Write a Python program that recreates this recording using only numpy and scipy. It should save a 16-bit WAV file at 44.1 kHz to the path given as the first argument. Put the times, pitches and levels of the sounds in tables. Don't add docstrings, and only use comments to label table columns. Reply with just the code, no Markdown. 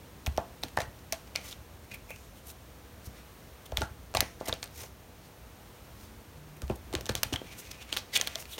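import sys
import numpy as np
from scipy import signal
from scipy.fft import rfft, irfft, next_fast_len
from scipy.io import wavfile
from scipy.ndimage import uniform_filter1d

SR = 44100
rng = np.random.default_rng(int(sys.argv[2]) if len(sys.argv) > 2 else 0)


def int16_out(signal):
    q = np.round(np.clip(np.atleast_2d(signal).T, -1, 1) * 32767)
    wavfile.write(sys.argv[1], SR, q.astype(np.int16))


def magnitude_from_level(level_db):
    exponent = np.asarray(level_db, float) / 20
    return 10 ** exponent


N = 378819


def band(x, hz, width_hz):
    width_hz = min(width_hz, .4 * SR)
    b, a = signal.iirpeak(min(hz, .45 * SR), hz / width_hz, SR)
    return signal.lfilter(b, a, x)


def unit(x):
    return x / np.sqrt(np.mean(x ** 2) + 1e-18)


def add(track, start_s, sound, peak_db):
    i = int(start_s * SR)
    part = sound[:N - i]
    track[i:i + len(part)] += part * magnitude_from_level(peak_db) / np.max(np.abs(sound))


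def walk(rate_hz):
    hold = int(SR / rate_hz)
    steps = np.repeat(rng.standard_normal(N // hold + 1), hold)
    return 2 * uniform_filter1d(uniform_filter1d(steps, hold), hold)[:N]


def card(force, ring_hz, top_db, ring_width=0.13, paper_db=-2, paper_hz=3200, push=0):
    width_hz = ring_width * ring_hz
    ring = band(band(force + push, ring_hz, width_hz), ring_hz, 9.7 * width_hz)
    paper = band(band(force, paper_hz, 6800), paper_hz, 7700) + 0.17 * band(force, 5800, 900)
    edge = band(band(force, 10000, 11000), 9000, 12500)
    return unit(ring) + magnitude_from_level(paper_db) * unit(paper) + magnitude_from_level(top_db - 8.5) * unit(edge)


def snaps():
    # start_s, peak_db, ring_hz, top_db, paper_db
    cracks = [(0.2685, -20, 2470, -13, 0), (0.3757, -20, 5460, 0, 4), (0.7735, -22, 1530, -28, -2),
              (0.7878, -27, 1400, -8, 2), (8.2128, -11, 6300, -10, 0), (1.132, -23, 5500, 0, -8),
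              (1.3596, -12, 4200, -10, 1), (1.918, -33, 2860, -14, 2), (3.772, -12, 3280, -6, -3),
              (3.808, -30, 13000, 4, 0), (3.8183, -21.5, 3060, -2, 7), (4.2062, -5, 3860, 9, 6),
              (4.2093, -17, 5800, -4, 1), (4.4052, -37.5, 4390, -17, 1), (4.6412, -25, 8400, 7, -4),
              (4.6588, -38, 7500, 0, 6), (7.2327, -8, 2880, 12, 5), (6.952, -11, 3800, -8, 10),
              (7.0572, -26.5, 3560, 2, 6), (7.0652, -22.5, 5140, -14, 12), (7.0927, -16.5, 1760, -15, 2),
              (7.1531, -11.5, 6300, 3, 6), (7.9275, -14.5, 3130, -25, -7), (7.966, -25, 4240, -22, -2),
              (7.9714, -13, 3560, 2, 0), (8.214, -15, 3220, -12, 2), (8.2668, -28, 3300, -30, -1),
              (8.3525, -33, 4100, -5, 4), (8.3562, -17.5, 3300, -20, -1), (8.5812, -27, 2800, -22, 2)]
    # start_s, peak_db, ring_hz, top_db, paper_db
    flicks = [(0.263, -23, 5900, 8, 7), (0.630, -29, 3990, 0, 6), (0.635, -18.5, 3970, -3, -5),
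              (0.7702, -26, 7700, 4, 7), (0.8035, -22, 1800, 6, 8), (0.8165, -26.5, 2400, 4, 8),
              (1.3547, -26, 2350, -8, -2), (1.5272, -28.5, 3340, -17, -6), (2.1052, -29.5, 2300, 16, 6.5),
              (2.5006, -36.5, 8620, 12, 13), (3.768, -35, 3280, -10, 7), (4.1497, -17.5, 2500, 3, 1.5),
              (4.1656, -23, 4350, -7, 6), (4.1703, -13, 4050, -12, -2), (4.475, -28, 3190, 12, 2),
              (4.4836, -23, 8820, 13, 4), (4.4943, -24.5, 1590, -11, -0.5), (4.527, -17, 3600, -30, -21),
              (4.629, -22, 2400, -9, 3), (6.619, -31, 1500, 6, 6), (7.0095, -29, 5390, 10, 6),
              (7.1208, -34, 4450, 12, 6), (7.2344, -15.5, 4970, 18, 8), (7.3301, -21, 2980, 2, 5),
              (7.338, -21, 3100, -20, -3), (7.3596, -21.5, 2100, -7, 2), (8.199, -24, 2800, -20, -5),
              (1.1242, -14.5, 6000, 12.5, 6.5), (8.273, -17, 3220, 4, 0), (8.279, -26, 3500, -6, 7)]
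    # start_s, peak_db, ring_hz, top_db
    ticks = [(0.3651, -38, 5090, 3), (0.6837, -35, 2140, 9), (1.373, -32, 6000, 0),
             (1.5117, -34, 3260, -10), (1.519, -40, 3300, -10), (2.1613, -35, 2900, 10),
             (3.6626, -49, 3590, 3), (3.7201, -31.5, 1500, -6), (3.829, -36, 2500, -15),
             (4.1402, -30, 1500, -14), (4.539, -30, 4480, 0), (4.6761, -39, 8500, 3),
             (4.7878, -42, 6970, 3), (4.8384, -31.5, 2330, 3), (6.68, -38, 2600, 0), (6.698, -37, 3230, -2),
             (6.928, -28.5, 3530, -3), (7.071, -36, 3140, -6), (8.317, -40, 2440, 8),
             (8.425, -32.5, 2780, 3), (8.4554, -32, 2600, 3), (6.7122, -38, 3000, -15),
             (7.3257, -31, 4800, -10), (4.4115, -48, 5000, 0), (6.9626, -37, 3000, -3),
             (7.0965, -24, 2800, 3), (1.479, -40, 3500, 0), (8.386, -36, 3000, 0), (7.9665, -20, 3000, 0)]
    # start_s, peak_db, ring_hz
    pricks = [(0.325, -46, 5000), (0.38, -42, 13000), (0.621, -41, 9000), (0.642, -35, 12000),
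              (0.689, -41, 7000), (0.735, -45, 12000), (0.7985, -35, 6000), (0.81, -37, 13000),
              (1.246, -46, 12000), (1.467, -40, 11000), (2.471, -38, 12000), (3.046, -38, 14000),
              (3.0645, -39, 11100), (3.8215, -33, 9000), (3.84, -46, 12500), (3.907, -51, 7000),
              (4.011, -49, 6540), (4.115, -46, 10000), (4.158, -36, 8000), (4.1742, -33, 8000),
              (4.318, -49, 13000), (4.6235, -40, 9500), (4.634, -33, 6000), (4.638, -38, 11000),
              (4.646, -38, 9000), (4.669, -43, 9000), (6.673, -45, 13000), (6.694, -40, 7500),
              (6.774, -49, 6500), (7.349, -37, 11000), (8.204, -36, 9000), (8.217, -34, 9000),
              (4.2064, -7, 7700), (4.1493, -19, 9000), (7.7158, -38, 5530)]
    release_s, release_db = .0004, 5
    bounce_late_s, bounce_db = 0.0031, -24

    # top_db, paper_db, length_ms
    slips = [row + (0.83,) for row in cracks]
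    slips += [row + (1.87,) for row in flicks]
    slips += [row + (4, 1.1) for row in ticks]
    slips += [row + (11, -4, 0.51) for row in pricks]
    near, around, t = np.zeros(N), np.zeros(N), np.arange(512) / SR
    impulse = 1. * (t == 0)
    release = np.arange(len(t)) == int(release_s * SR)
    draws = rng.standard_normal((len(slips), 2, 512))
    for (start_s, peak_db, ring_hz, top_db, paper_db, length_ms), (noise, size) in zip(slips, draws):
        x = t / (length_ms * 0.00035)
        force = noise * magnitude_from_level(5.74 * size) * x ** 1.47 * np.exp(-x)
        push = magnitude_from_level(release_db) * np.sqrt(np.sum(force ** 2)) * release
        snap = card(force, ring_hz, top_db, paper_db=paper_db, push=push)
        add(near, start_s - .0005, snap, peak_db + 1.5)
        bounce = card(force * np.sign(size), ring_hz, top_db + 11, paper_db=paper_db - 5)
        add(near, start_s + bounce_late_s, bounce, peak_db + bounce_db)
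        blend = card(impulse, ring_hz, top_db + 3, ring_width=0.77, paper_db=1.2 * paper_db - 4)
        add(around, start_s, blend, peak_db + 10 * np.log10(length_ms) + 5.0)
    return near, around


def blow(hz, push_cycles, ring_cycles, rough):
    cycles = np.arange(len(rough)) / SR * hz
    swell = 1 - np.exp(-cycles / push_cycles)
    return np.sin(2 * np.pi * cycles + rough) * swell * np.exp(-cycles / ring_cycles)


def knocks():
    # start_s, peak_db, hollow_hz, ring_cycles, crunch_db
    packets = [(0.2664, -33, 770, 1.5, -8), (0.3812, -15, 668, 1.1, -30), (0.636, -30.5, 720, 1, -8),
               (0.6419, -35, 288, 1, -10), (0.7744, -16, 900, 1.4, -20), (0.787, -23, 600, .8, -15),
               (0.8045, -27, 640, 2, -10), (1.1275, -28, 660, 5, -12), (3.7235, -28, 550, 1.2, -20),
               (3.7808, -30.5, 690, 1, -8), (3.8121, -31, 373, 1, -10), (3.8192, -23, 700, 1, -8),
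               (4.1503, -19, 757, 1, -10), (4.1712, -19, 770, 1.2, -15), (4.2277, -27, 533, .6, -20),
               (4.4118, -24, 520, .6, -25), (4.481, -30, 700, 1.2, -10), (4.485, -27, 453, 1, -8),
               (4.528, -28, 600, 1, -10), (6.6235, -39, 500, .8, -8), (6.7015, -22, 420, 1, -30),
               (6.941, -26, 360, 2, -25), (6.9515, -30, 510, .7, -10), (7.0097, -39, 422, 1, -8),
               (7.0955, -23, 500, 1.5, -12), (7.2345, -29, 700, 2, -8), (7.3252, -27, 310, 1.3, -8),
               (7.3401, -28, 745, 1, -8), (7.4173, -32, 420, .8, -20), (7.9278, -35, 480, 1, -8),
               (6.6995, -27, 750, .8, -20), (6.7068, -26, 380, 1, -25), (3.8228, -25, 800, 2, -25),
               (0.2755, -34, 750, 1.2, -12), (6.929, -36, 700, 1.5, -8), (6.9375, -29, 900, 1.2, -6),
               (0.7995, -34, 800, 1.2, -12), (4.47, -38, 700, 2, -12), (8.3575, -39, 650, 4, -25),
               (4.4945, -27, 600, .8, -10)]
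    # start_s, peak_db
    settles = [(1.3558, -31), (1.3889, -39), (2.1058, -38), (3.7362, -51), (4.2148, -29), (4.1405, -38),
               (4.63, -39), (7.068, -40), (6.7213, -42), (6.986, -37), (7.152, -29), (7.966, -34),
               (8.2001, -32), (8.211, -40), (8.2266, -38), (8.2728, -34.5), (8.386, -44), (0.391, -36),
               (4.839, -40), (8.5823, -33)]
    landings = packets + [row + (650, 1.1, -8) for row in settles]

    near, around, t = np.zeros(N), np.zeros(N), np.arange(1024) / SR
    impulse = 1. * (t == 0)
    draws = rng.standard_normal((len(landings), 1024))
    for (start_s, peak_db, hz, ring_cycles, crunch_db), noise in zip(landings, draws):
        rough = 0.25 * unit(uniform_filter1d(noise, size=60))
        crunch = unit(band(band(noise, 0.77 * hz, 0.4 * hz), 1.43 * hz, 2.2 * hz)) * np.exp(-t / 0.0037)
        pop = blow(hz, 0.3, 0.8 * ring_cycles, rough)
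        add(near, start_s - .0005, pop + magnitude_from_level(crunch_db) * crunch, peak_db + 1.1)
        add(around, start_s, band(band(impulse, hz, 0.9 * hz), hz, 2.2 * hz), peak_db - 1.5)
    return near, around


def stroke(crest_s, rise_ms, fall_ms):
    i, reach = int(crest_s * SR), int(250 * max(rise_ms, fall_ms, 5))
    near = np.arange(max(i - reach, 0), min(i + reach, N))
    ms = (near - i) * 1000 / SR
    x = ms / np.where(ms < 0, max(rise_ms, 1), max(fall_ms, 1))
    return near, np.exp(-.9 * x ** 2) + 0.2 * np.exp(-.7 * np.abs(x))


def rubs():
    # crest_s, length_ms, level_db, ring_hz
    brushes = [(0.271, 5.5, -36, 2390), (1.482, 45, -43.5, 5500), (1.844, 14, -55, 1890),
               (1.947, 5.9, -37, 2430), (2.105, 8.6, -43, 2420), (2.377, 19, -52, 3500),
               (3.661, 4.5, -40.5, 3480), (4.4615, 4.3, -31.5, 5000), (4.805, 51, -41.5, 5770),
               (6.032, 42, -51, 4500), (6.57, 4.6, -48, 2370), (6.76, 4, -44, 9000), (7.595, 16, -38, 6650),
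               (8.23, 25, -42, 2600), (8.407, 21, -39, 6200), (8.53, 33, -39, 3250)]
    # crest_s, length_ms, level_db, ring_hz
    scrapes = [(0.804, 1.8, -30, 4500), (0.645, 12, -43, 3830), (8.143, 10.3, -29, 3600),
               (8.158, 4.9, -20, 3040), (7.349, 3, -42, 2000), (0.992, 5, -52, 4340),
               (1.276, 10, -52, 2430), (1.4, 35, -56, 2960), (1.516, 4.9, -51, 3350),
               (1.918, 5.3, -44, 2400), (2.2, 130, -54, 6500), (3.185, 47, -53.5, 2190),
               (4.409, 21, -51, 1630), (4.488, 5.2, -28, 6000), (5.255, 35, -55, 4500),
               (6.938, 2.8, -27, 3800), (7.094, 3.2, -31, 3880), (7.336, 6, -30.5, 3220),
               (7.48, 12, -53, 2400), (7.529, 15, -50, 2280), (7.654, 19, -53, 4200), (7.7, 87, -54, 2500),
               (7.716, 4.4, -34, 5340), (7.821, 17, -43, 2810), (7.95, 6.5, -43.5, 1500),
               (8.175, 1.9, -17, 6800), (8.588, 5.1, -33, 2980)]
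    # crest_s, level_db, ring_hz
    skids = [(3.772, -40, 3380), (4.215, -50, 2500), (4.63, -45, 4440), (7.163, -36.5, 3600),
             (7.235, -43, 2980), (7.927, -35.5, 2900), (7.968, -29.5, 3750), (0.386, -52, 1100),
             (0.778, -45, 1720), (1.129, -42, 2280), (3.823, -39.5, 1500), (4.153, -36, 1990),
             (4.176, -38.5, 2560), (4.532, -53, 2500), (6.624, -51, 1300), (6.703, -51, 1200),
             (7.098, -41, 1500), (1.365, -46, 3000), (0.806, -42, 1500), (0.822, -45, 1700),
             (7.342, -44, 900)]
    # crest_s, length_ms, level_db
    drags = [
        (1.46, 40, -49),
        (1.93, 28, -49.5),
        (4.5, 49, -48.5),
        (4.81, 39, -48),
        (7.52, 83, -53),
        (7.78, 200, -58.5),
        (7.9, 23, -51),
        (8.3, 140, -47.5),
        (8.53, 42, -76),
    ]
    # crest_s, rise_ms, level_db, ring_hz, top_db
    jams = [
        (1.123, 2.6, -48, 3500, -4),
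        (1.356, 8, -46, 2600, -8),
        (1.525, 44, -48.5, 3280, -7),
        (2.503, 37, -40.5, 3780, 23),
        (3.068, 22, -43.5, 5470, 16),
        (8.1665, 5, -16, 2800, -11),
        (8.16, 4, -21, 3200, -11),
        (3.81, 25, -44, 3500, 0),
    ]
    # crest_s, length_ms, level_db, gap_hz
    squeaks = [(1.919, 5.6, -49, 2460), (1.946, 5.6, -43.5, 2340), (2.108, 11, -44.5, 2385),
               (2.138, 11, -54, 2540), (7.5, 23, -61, 2300), (7.785, 12, -58, 2500), (7.82, 11, -56, 2900),
               (8.54, 5.4, -46, 3400), (8.14, 6, -38, 2100), (8.166, 2, -22, 2900), (8.161, 2.5, -25, 3500),
               (1.3605, 1.1, -28, 2400), (0.7748, 1.1, -29, 1900), (0.8047, 1.1, -32, 1800),
               (4.6292, 1.2, -36, 4400), (7.361, 1.3, -36, 3150), (4.2066, 1.1, -24, 2200),
               (4.1715, 1.2, -30, 2200), (3.8198, 1.2, -33, 1500), (6.701, 1.5, -40, 2600),
               (7.2345, 1.3, -29.5, 2880), (4.463, 5, -44, 2100), (8.53, 5, -48, 3700),
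               (7.096, 1.1, -38, 4120)]

    # crest_s, rise_ms, fall_ms, level_db, ring_hz, top_db, body_db
    strokes = [(s, ms, 0.98 * ms, db, hz, 15, -14) for s, ms, db, hz in brushes]
    strokes += [(s, ms, 0.72 * ms, db, hz, 3, -12.5) for s, ms, db, hz in scrapes]
    strokes += [(s, 3, 23, db, hz, -7, -5.5) for s, db, hz in skids]
    strokes += [(s, ms, 0.99 * ms, db, 2200, 1, -0.5) for s, ms, db in drags]
    strokes += [(s, ms, 0.38 * ms, db, hz, top_db, -12.5) for s, ms, db, hz, top_db in jams]
    scatter_db, flicker_db = 3.8, 1.2
    out = np.zeros(N)
    grit = rng.standard_normal(N) * magnitude_from_level(scatter_db * rng.standard_normal(N) + flicker_db * walk(250))
    for crest_s, rise_ms, fall_ms, level_db, ring_hz, top_db, body_db in strokes:
        near, pressure = stroke(crest_s, rise_ms, fall_ms)
        face = card(grit[near], ring_hz, top_db, ring_width=0.4, paper_db=1.0, paper_hz=3940)
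        body = band(band(grit[near], 590, 2600), 710, 4000)
        out[near] += magnitude_from_level(level_db - 6.5) * pressure * (unit(face) + magnitude_from_level(body_db) * unit(body))
    for crest_s, length_ms, level_db, gap_hz in squeaks:
        near, pressure = stroke(crest_s, length_ms, 1.3 * length_ms)
        whistle = band(band(grit[near], gap_hz, 0.089 * gap_hz), gap_hz, 0.33 * gap_hz)
        out[near] += magnitude_from_level(level_db - 0.5) * pressure * unit(whistle)
    return out


def thumps():
    # start_s, peak_db, sway_hz
    blows = [(0.277, -23, 72), (0.318, -41, 85), (0.383, -35, 93), (0.648, -42, 93), (0.782, -32.5, 93),
             (0.825, -36, 93), (0.879, -40, 85), (1.92, -41, 93), (3.074, -35, 85), (3.729, -31, 62),
             (3.782, -29, 72), (3.826, -29, 90), (3.913, -38, 93), (4.157, -33, 93), (4.189, -29.5, 80),
             (4.222, -33.5, 93), (4.493, -38, 93), (4.527, -39, 93), (6.634, -28, 66), (6.705, -28, 95),
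             (6.722, -34, 70), (6.96, -30, 80), (7.023, -42, 93), (7.102, -28.5, 105), (7.156, -34, 93),
             (7.183, -40, 93), (7.259, -37, 93), (7.335, -29, 93), (7.97, -51, 93), (8.2, -57, 93)]
    out = np.zeros(N)
    for start_s, peak_db, sway_hz in blows:
        add(out, start_s - .001, blow(sway_hz, 0.12, 0.8, np.zeros(8192)), peak_db + 1.5)
    return out


def table(x):
    # mode_hz, level_db, t60_s
    modes = [
        (66.9, -16, 0.39),
        (211, -19, 0.076),
        (300, -21, 0.04),
        (660, -21, 0.04),
        (867, -29, 0.058),
    ]
    out = 0
    for mode_hz, level_db, t60_s in modes:
        out = out + magnitude_from_level(level_db + 17.5) * band(x, mode_hz, np.log(1000) / (np.pi * t60_s))
    return out


def room(x):
    # centre_hz, level_db, t60_s
    tail_bands = [
        (268, -16.5, 0.14),
        (800, -12.5, 0.26),
        (2500, -27, 0.33),
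        (6000, -20, 0.49),
        (12000, -18.5, 0.25),
    ]
    t = np.arange(SR // 2) / SR
    tail = np.zeros(len(t))
    for hz, level_db, t60_s in tail_bands:
        noise = band(rng.standard_normal(len(t)), hz, 1.48 * hz)
        tail += magnitude_from_level(level_db) * noise * magnitude_from_level(-60 * t / t60_s) * np.sqrt(SR / hz / t60_s / 2000)
    tail *= magnitude_from_level(-10.0) * np.clip((t - .002) / 0.00021, 0, 1)
    tail[int(.0033 * SR)] += magnitude_from_level(-19.5)
    return signal.fftconvolve(x, tail)[:N]


def floor():
    # freq_hz, density_db
    spectrum_db = [
        (15, -49),
        (28, -19),
        (59, -0.5),
        (140, -10),
        (600, -10),
        (1700, -16.5),
        (4800, -23),
        (17000, -25),
    ]
    # time_s, level_db
    rumble_db = [(0, -55), (1, -56.5), (1.7, -56), (2.4, -56.5), (3.6, -58), (4.4, -53.5), (5.4, -57.5),
                 (6.5, -55.5), (7.2, -52), (7.6, -57), (8.6, -58)]
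    # centre_hz, width_hz, level_db
    drone = [
        (487, 4.1, -69),
        (1210, 14, -96),
    ]
    # centre_s, half_length_s, pitch_hz, level_db
    motor = [
        (6.117, 0.16, 217.3, -60),
        (6.463, 0.13, 150.8, -53.5),
    ]

    size, t = next_fast_len(N), np.arange(N) / SR
    f = np.maximum(np.fft.rfftfreq(size, 1 / SR), 1)
    hz, db = np.transpose(spectrum_db)
    spectrum = rfft(rng.standard_normal(size)) * magnitude_from_level(np.interp(np.log(f), np.log(hz), db))
    low = 1 / (1 + (f / 140) ** 4)
    rumble = irfft(spectrum * np.sqrt(low), size)[:N]
    hiss = irfft(spectrum * np.sqrt(1 - low), size)[:N]
    out = unit(rumble) * magnitude_from_level(np.interp(t, *np.transpose(rumble_db)) + 3.0)
    out += unit(hiss * magnitude_from_level(.5 * walk(1.61))) * magnitude_from_level(-54.5)
    for hz, width_hz, level_db in drone:
        out += magnitude_from_level(level_db) * unit(band(rng.standard_normal(N), hz, width_hz))
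    for centre_s, half_s, pitch_hz, level_db in motor:
        swell = np.exp(-((t - centre_s) / half_s) ** 4)
        out += magnitude_from_level(level_db + 4.0) * swell * np.sin(2 * np.pi * pitch_hz * t + .5 * walk(9.3))
    return out


def scene():
    snap, snap_around = snaps()
    knock, knock_around = knocks()
    thump, rub = thumps(), rubs()
    wood = thump + table(knock + thump)
    echo = room(snap_around + knock_around + rub + wood)
    return (snap + knock + rub + wood + echo + floor())[None]


def roll_off(x):
    return signal.sosfilt(signal.butter(12, 17010, fs=SR, output="sos"), x)


def record(dry):
    # centre_hz, width_hz, depth (0-1)
    dips = [
        (4890, 280, 0.31),
        (7680, 1060, 0.39),
        (10410, 2100, 0.42),
    ]
    x = signal.sosfilt(signal.butter(2, 32, "high", fs=SR, output="sos"), dry)
    for hz, width_hz, depth in dips:
        x = x - depth * band(x, hz, width_hz)
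    x = np.tanh(x / .8) * .8
    shelf = signal.ellip(8, .3, 30, 15900, fs=SR, output="sos")
    top = signal.ellip(8, .3, 70, 16900, fs=SR, output="sos")
    return roll_off(signal.sosfilt(np.vstack([shelf, top]), x))


dry = scene()
out = record(dry)
int16_out(out)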